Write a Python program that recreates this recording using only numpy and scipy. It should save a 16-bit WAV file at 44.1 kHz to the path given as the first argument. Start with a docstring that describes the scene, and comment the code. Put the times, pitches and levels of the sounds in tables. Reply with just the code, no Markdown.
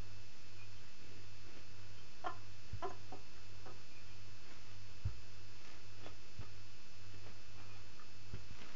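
"""A low motor hum and a soft hiss fill a small, quiet room; then ferrets start to wrestle on the carpet.
Fur rubs and claws scratch the pile, shredded paper stirs, and there are a few tiny squeaks.
One ferret gives short, hoarse clucks as pulses of its voice ring its throat and mouth.
Bodies land and make the floorboards thud. All along, the hum slowly swells and fades,
and a small camera close by adds the hiss and a thin whine."""
import sys
import numpy as np
from scipy import signal
from scipy.fft import rfft, irfft, next_fast_len
from scipy.io import wavfile
from scipy.ndimage import uniform_filter1d, map_coordinates

SR = 44100
rng = np.random.default_rng(int(sys.argv[2]) if len(sys.argv) > 2 else 0)


def pcm_store(signal):
    """Save signal as 16-bit PCM."""
    levels = np.round(np.clip(np.atleast_2d(signal), -1, 1) * 32767)
    wavfile.write(sys.argv[1], SR, levels.astype(np.int16).T)


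N = 385875


def amp(db):
    """Turn decibels into a number to multiply by."""
    return 10 ** (np.asarray(db) / 20)


def unit(x):
    """Scale a sound to an average (rms) strength of 1."""
    return x / np.sqrt(np.mean(x ** 2) + 1e-20)


def clock():
    """The time of every sample, in seconds."""
    return np.arange(N) / SR


def along(points, hz):
    """Read between the rows of a (pitch_hz, value) table, on a musical (log) scale."""
    pitches, values = np.transpose(points)
    return np.interp(np.log(hz + 1), np.log(pitches + 1), values)


def wobble(per_s):
    """A smooth curve through per_s random points a second."""
    return map_coordinates(rng.standard_normal(int(N * per_s / SR) + 4), [clock() * per_s])


def filtered(x, response):
    """Turn each frequency up or down by response(hz)."""
    size = next_fast_len(len(x) + SR // 4)
    return irfft(rfft(x, size) * response(np.fft.rfftfreq(size, 1 / SR)), size)[:len(x)]


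def coloured(x, spectrum):
    """Shape a sound's tone with a (pitch_hz, level_db) table, at strength 1."""
    return unit(filtered(x, lambda hz: amp(along(spectrum, hz))))


def fibres(spectrum, spiky_db):
    """Countless tiny snaps of uneven size."""
    return coloured(rng.standard_normal(N) * amp(spiky_db * rng.standard_normal(N)), spectrum)


def stroke(middle_s, length_s):
    """A smooth swell that peaks at middle_s."""
    return np.exp(-2 * np.minimum(((clock() - middle_s) / length_s) ** 2, 20))


def blend(a, b, share):
    """Mix by power: share of b, the rest a."""
    share = np.clip(share, 0, 1)
    return np.sqrt(1 - share) * a + np.sqrt(share) * b


def air_and_hiss(air_db=-64.2, hiss_db=-66.7, unrest_db=.8, drift_db=.5):
    """The room's dull, gently drifting rush and the camera's even hiss."""
    # tone of the quiet room: pitch_hz, level_db
    air_tone = [(20, -10), (55, -.5), (75, -7), (130, -9), (200, -18), (270, -16), (340, -10), (480, -16),
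                (800, -21), (1500, -17.3), (2200, -29), (4000, -53.5)]
    # tone of the camera's hiss: pitch_hz, level_db
    hiss_tone = [(500, -6), (2100, 0), (2600, 1), (3200, 0), (3800, -5), (4500, -1.5), (5000, -2),
                 (5600, -6), (6200, -5.5), (6700, -6), (7200, -9.5), (7600, -19.5)]
    air_level = amp(air_db + unrest_db * wobble(15) + drift_db * wobble(1.2))
    air = air_level * coloured(rng.standard_normal(N), air_tone)
    return air + amp(hiss_db) * coloured(rng.standard_normal(N), hiss_tone)


def camera_whine(tick_hz=292.95, stray_hz=2460, stray_db=-78, smear=0.0687):
    """The electronics make fast, even, smeared ticks that merge into a whine, beside one stray tone."""
    # overtones of the ticking: multiple of tick_hz, level_db
    overtones = [(9, -73), (10, -80), (12, -79.5), (13, -84), (14, -82.5), (15, -75.5), (16, -79),
                 (17, -74.5), (18, -76), (20, -78), (21, -83), (23, -80.5), (24, -94), (25, -89.5)]
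    t = clock()
    ticks = sum(amp(db) * np.cos(2 * np.pi * round(k) * tick_hz * t - smear * k * k)
                for k, db in overtones)
    return np.sqrt(2) * (ticks + amp(stray_db) * np.sin(2 * np.pi * stray_hz * t))


def motor_hum(motor_hz=98.475, mains_hz=100.175, motor_db=-63.5, mains_db=-68, unrest_db=1):
    """A distant motor runs just behind the mains power, so their two tones swell and fade together."""
    t = clock() - .083  # the first swell peaks near this time
    # motor_hz is twice the shaft's speed; mains_hz is twice the power's frequency
    phase = 2 * np.pi * motor_hz * t + .12 * wobble(1.5)
    motor = amp(motor_db + unrest_db * wobble(3.4)) * np.sin(phase)
    shaft_overtones = amp(-76) * np.sin(2 * phase) + amp(-79) * np.sin(5 / 2 * phase)
    mains = amp(mains_db) * np.sin(2 * np.pi * mains_hz * t)
    return np.sqrt(2) * (motor + shaft_overtones + mains)


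def room(x, echo_db=-14, ring_db=-3, ring_delay_s=.023):
    """The walls add a short wash of echoes, and the furniture rings a moment later."""
    # how long the wall echoes last: pitch_hz, fade_s (time to drop 60 dB)
    walls = [(150, 0.5), (700, .25), (1100, 0.43), (3000, 0.17), (7000, 0.0065)]
    # notes the furniture rings at: pitch_hz, width_hz, level_db
    furniture = [(362, 23, -3), (700, 68, -17.5), (910, 52, -7.5), (1026, 9.2, 2.5), (1094, 22, -1),
                 (1235, 80, 5.5), (1746, 25, 3.5)]
    hz, t, noise = signal.stft(rng.standard_normal(SR // 2), SR, nperseg=256)
    tail = signal.istft(noise * amp(-60 * t / along(walls, hz)[:, None]), SR, nperseg=256)[1]
    echoes = signal.fftconvolve(x, np.pad(tail, (SR // 200, 0)) / np.linalg.norm(tail))[:N]
    rings = lambda f: sum(amp(db) * 1j * f * width / (pitch * pitch - f * f + 1j * f * width)
                          for pitch, width, db in furniture)
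    ringing = filtered(x, lambda f: rings(f) * np.exp(-2j * np.pi * f * ring_delay_s))
    return x + amp(echo_db) * echoes + amp(ring_db) * ringing


def squeaks_and_tick(waver=0.012, flutter_db=2):
    """Faint, thin tones that flutter a little in pitch and strength."""
    # tiny squeaks and whimpers, and one high, thin tick of paper: middle_s, level_db, length_s, pitch_hz
    notes = [(0.617, -64.5, 0.04, 2460), (.774, -73, 0.025, 3140), (1.992, -68.5, .022, 3140),
             (3.957, -69, 0.059, 2440), (4.093, -74, .032, 3200), (4.106, -71.5, 0.045, 2434),
             (2.9, -65.5, .012, 6480), (6.06, -67, 0.027, 3400), (7.598, -66, 0.0097, 790),
             (7.608, -69, 0.036, 2430), (7.73, -70, 0.037, 2470), (7.75, -74.5, 0.025, 3420),
             (7.768, -71, 0.021, 780)]
    bent_time = np.cumsum(1 + waver * wobble(200)) / SR
    flat_swell = lambda s, length: np.minimum(2 * stroke(s, length), 1)
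    tones = sum(amp(db) * flat_swell(s, length) * np.sqrt(2) * np.sin(2 * np.pi * hz * bent_time)
                for s, db, length, hz in notes)
    return tones * amp(flutter_db * wobble(70))


def paper_crinkles():
    """Strips of shredded paper crackle when nudged."""
    # nudges to the paper: middle_s, level_db, length_s
    nudges = [(.72, -73, .04), (.857, -69.5, .064), (1.35, -77, .052), (1.55, -74, .08),
              (2.896, -67, .0094), (4.53, -65, .08), (4.68, -67, .13), (5.68, -62.5, .18), (6.05, -64, .08),
              (8.67, -62.5, .22)]
    # tone of the crackle: pitch_hz, level_db
    paper_tone = [(1000, -4.5), (2500, -4), (3300, -7), (4000, -11), (5600, -9.5), (6500, -13.5),
                  (7000, -10.5), (7500, -41)]
    swells = sum(amp(db) * stroke(s, length) for s, db, length in nudges)
    return swells * fibres(paper_tone, spiky_db=12.0)


def carpet_scuffs(catch_db=3, catches_per_s=140):
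    """Fur rubs the pile dully and claws scratch it, catching and slipping."""
    # paws and sides brushing the carpet: middle_s, level_db, length_s, claw_share (0-1)
    brushes = [(1.04, -64, .07, .01), (1.117, -62, .034, .01), (1.172, -62, .03, 0), (1.493, -61, .035, .1),
               (1.57, -58, .047, .04), (4.294, -69, .033, 0), (4.46, -69, .04, .5), (4.512, -62, .04, .55),
               (5.073, -59.5, .035, .6), (6.04, -59.5, .06, .2), (6.068, -55.5, .014, .1),
               (7.148, -59, .024, .08), (7.275, -58.5, .045, .25), (6.43, -59.5, .036, .55),
               (7.594, -61.5, .038, .6), (7.717, -67, .11, .7), (8.348, -54, .015, .1),
               (8.625, -59.5, .04, .15), (8.685, -64, .07, .6)]
    # tone of the soft rub: pitch_hz, level_db
    rub_tone = [(100, -5.5), (220, -5.5), (340, -0.5), (520, -10), (800, -23.5), (1400, -19), (3000, -13.5),
                (7000, -63)]
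    # tone of the scratch: pitch_hz, level_db
    scratch_tone = [(200, -12), (340, -4), (480, -2), (620, -5), (800, 0), (1000, -3), (1350, 1.5),
                    (1900, -7), (2700, -17), (3300, -16), (4200, -24), (7000, -28)]
    rub, scratch = fibres(rub_tone, spiky_db=3.5), fibres(scratch_tone, spiky_db=4.0)
    slips = unit(amp(catch_db * wobble(catches_per_s)))
    return slips * sum(amp(db) * stroke(s, length) * blend(rub, scratch, claw_share)
                       for s, db, length, claw_share in brushes)


def claw_snags(fade_s=0.03, width_octaves=.45):
    """A claw catches a loop of the pile and lets go with a small dry tick."""
    # loops snapping free: start_s, level_db, pitch_hz
    snags = [(.614, -61, 1100), (3.362, -58, 1500), (3.379, -59, 1450), (4.504, -59, 1600),
             (6.064, -49, 520), (7.264, -55, 600), (7.996, -51, 1350), (8.618, -52.5, 2700)]
    t = np.arange(SR // 20) / SR
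    out = np.zeros(N)
    for start_s, db, pitch_hz in snags:
        band = lambda hz: 1 / (1 + (np.log2((hz + 1) / pitch_hz) / width_octaves) ** 4)
        snap = unit(filtered(rng.standard_normal(len(t)), band))
        out += np.interp(clock(), t + start_s, snap * amp(db - 60 * t / fade_s), 0, 0)
    return out


def body_bumps(rise_share=0.2):
    """A soft body pushes the floorboards down; a shorter push gives a sharper, brighter thud."""
    # bodies landing: time_s, peak_db, contact_s
    landings = [(2.731, -34.5, 0.0058), (5.0524, -28.5, 0.0077), (5.174, -52, 0.007),
                (6.390, -36.5, 0.0063), (7.483, -57, 0.0067), (8.336, -34.5, 0.002), (8.349, -46, 0.0016),
                (8.508, -43.5, 0.0014)]
    # notes of the boards under the carpet: pitch_hz, level_db, fade_s (time to drop 60 dB)
    board_notes = [(56, -7.5, 0.63), (103, 12.5, 0.11), (154, 0.5, 0.14), (197, -0.5, 0.08),
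                   (333, -22, .054)]
    t = np.arange(SR // 2) / SR
    boards = -sum(amp(db - 60 * t / fade_s) * np.sin(2 * np.pi * hz * t)
                  for hz, db, fade_s in board_notes)
    out = np.zeros(N)
    for time_s, db, contact_s in landings:
        push = np.sin(np.pi * np.minimum(t / contact_s, 1)) ** 2
        rise = 1 - np.exp(-t / (rise_share * contact_s))
        thud = signal.fftconvolve(boards * rise, push)[:len(t)]
        out += amp(db) * np.interp(clock(), t + time_s - contact_s / 4, thud / np.abs(thud).max(), 0, 0)
    return out


def cluck(start_s, level_db, swell_db, length_s, start_hz, end_hz, opening, open_s, roughness, mouth_hz,
          mouth_db=5, mouth_width_hz=200, shut_hz=450, closing_s=0.012,
          jitter=0.026, rise_s=0.0022, release_s=0.016):
    """Uneven voice pulses and rasp ring the throat and mouth; a shut mouth lets only the lows out."""
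    # tone of the open throat: pitch_hz, level_db
    throat_tone = [(200, -27), (350, -10), (520, -12), (700, 0.5), (1000, -3.5), (1300, -6.5), (1700, -9),
                   (2200, -21.5), (2700, -22.5), (3100, -14), (3700, -33), (6500, -33), (7500, -42)]
    t = np.arange(SR // 8) / SR
    progress = np.minimum(t / length_s, 1)
    pitch = start_hz + (end_hz - start_hz) * progress
    waver = unit(uniform_filter1d(rng.standard_normal(len(t)), size=120))
    phase = 2 * np.pi * np.cumsum(pitch * (1 + jitter * waver)) / SR
    pulses = sum(np.cos(k * phase - k * k / 2) for k in np.arange(1, 20))
    rasp = rng.standard_normal(len(t)) * (1 + np.cos(phase))
    throat = blend(coloured(pulses, throat_tone), coloured(rasp, throat_tone), roughness)
    mouth_ring = lambda hz: amp(mouth_db / (1 + ((hz - mouth_hz) / mouth_width_hz) ** 2))
    open_voice = unit(filtered(throat, mouth_ring))
    shut_voice = unit(filtered(open_voice, lambda hz: 1 / (1 + (hz / shut_hz) ** 6)))
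    openness = np.clip(opening, 0, 1) * np.clip(1 - (t - open_s) / closing_s, 0, 1)
    voice = openness * open_voice + (1 - openness) * shut_voice
    fade = np.minimum(t / rise_s, 1) * np.clip(1 - (t - length_s) / release_s, 0, 1) ** 2
    loudness = amp(level_db + swell_db * progress) * fade
    return np.interp(clock(), t + start_s, loudness * voice, 0, 0)


def ferret_clucks():
    """One ferret gives a few short, hoarse clucks."""
    # the clucks: start_s, level_db, swell_db, length_s, start_hz, end_hz,
    # mouth opening (0-1), open_s (until the mouth starts to shut), roughness (0-1), mouth_hz
    calls = [(2.241, -43, -5.5, 0.017, 378, 359, 1, 0.036, 0.6, 780),
             (2.261, -40.5, 2.5, 0.015, 361, 343.3, 1, 0.013, 0.45, 1160),
             (2.823, -41.5, 1.5, 0.037, 317.2, 376.6, 0.9, .02, 0.14, 936),
             (2.904, -48.5, 0, .007, 377, 386, 0.6, 0.011, 0.6, 1500),
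             (3.121, -45, -10, 0.031, 237.6, 308, 0.33, 0.014, 0.37, 750),
             (3.657, -47.5, -13, 0.047, 258.6, 250, 0.56, 0.03, 0.46, 1150)]
    return sum(cluck(*row) for row in calls)


def scene():
    """The ferrets play in the room, over the steady background."""
    play = ferret_clucks() + carpet_scuffs() + paper_crinkles() + claw_snags() + squeaks_and_tick()
    return (room(play) + body_bumps() + motor_hum() + camera_whine() + air_and_hiss())[None]


def record(dry):
    """The camera cuts off the highest treble and shifts the whole wave slightly above zero."""
    top_hz, offset = 7550, .019
    return filtered(dry[0], lambda hz: 1 / np.sqrt(1 + (hz / top_hz) ** 160))[None] + offset


dry = scene()
out = record(dry)
pcm_store(out)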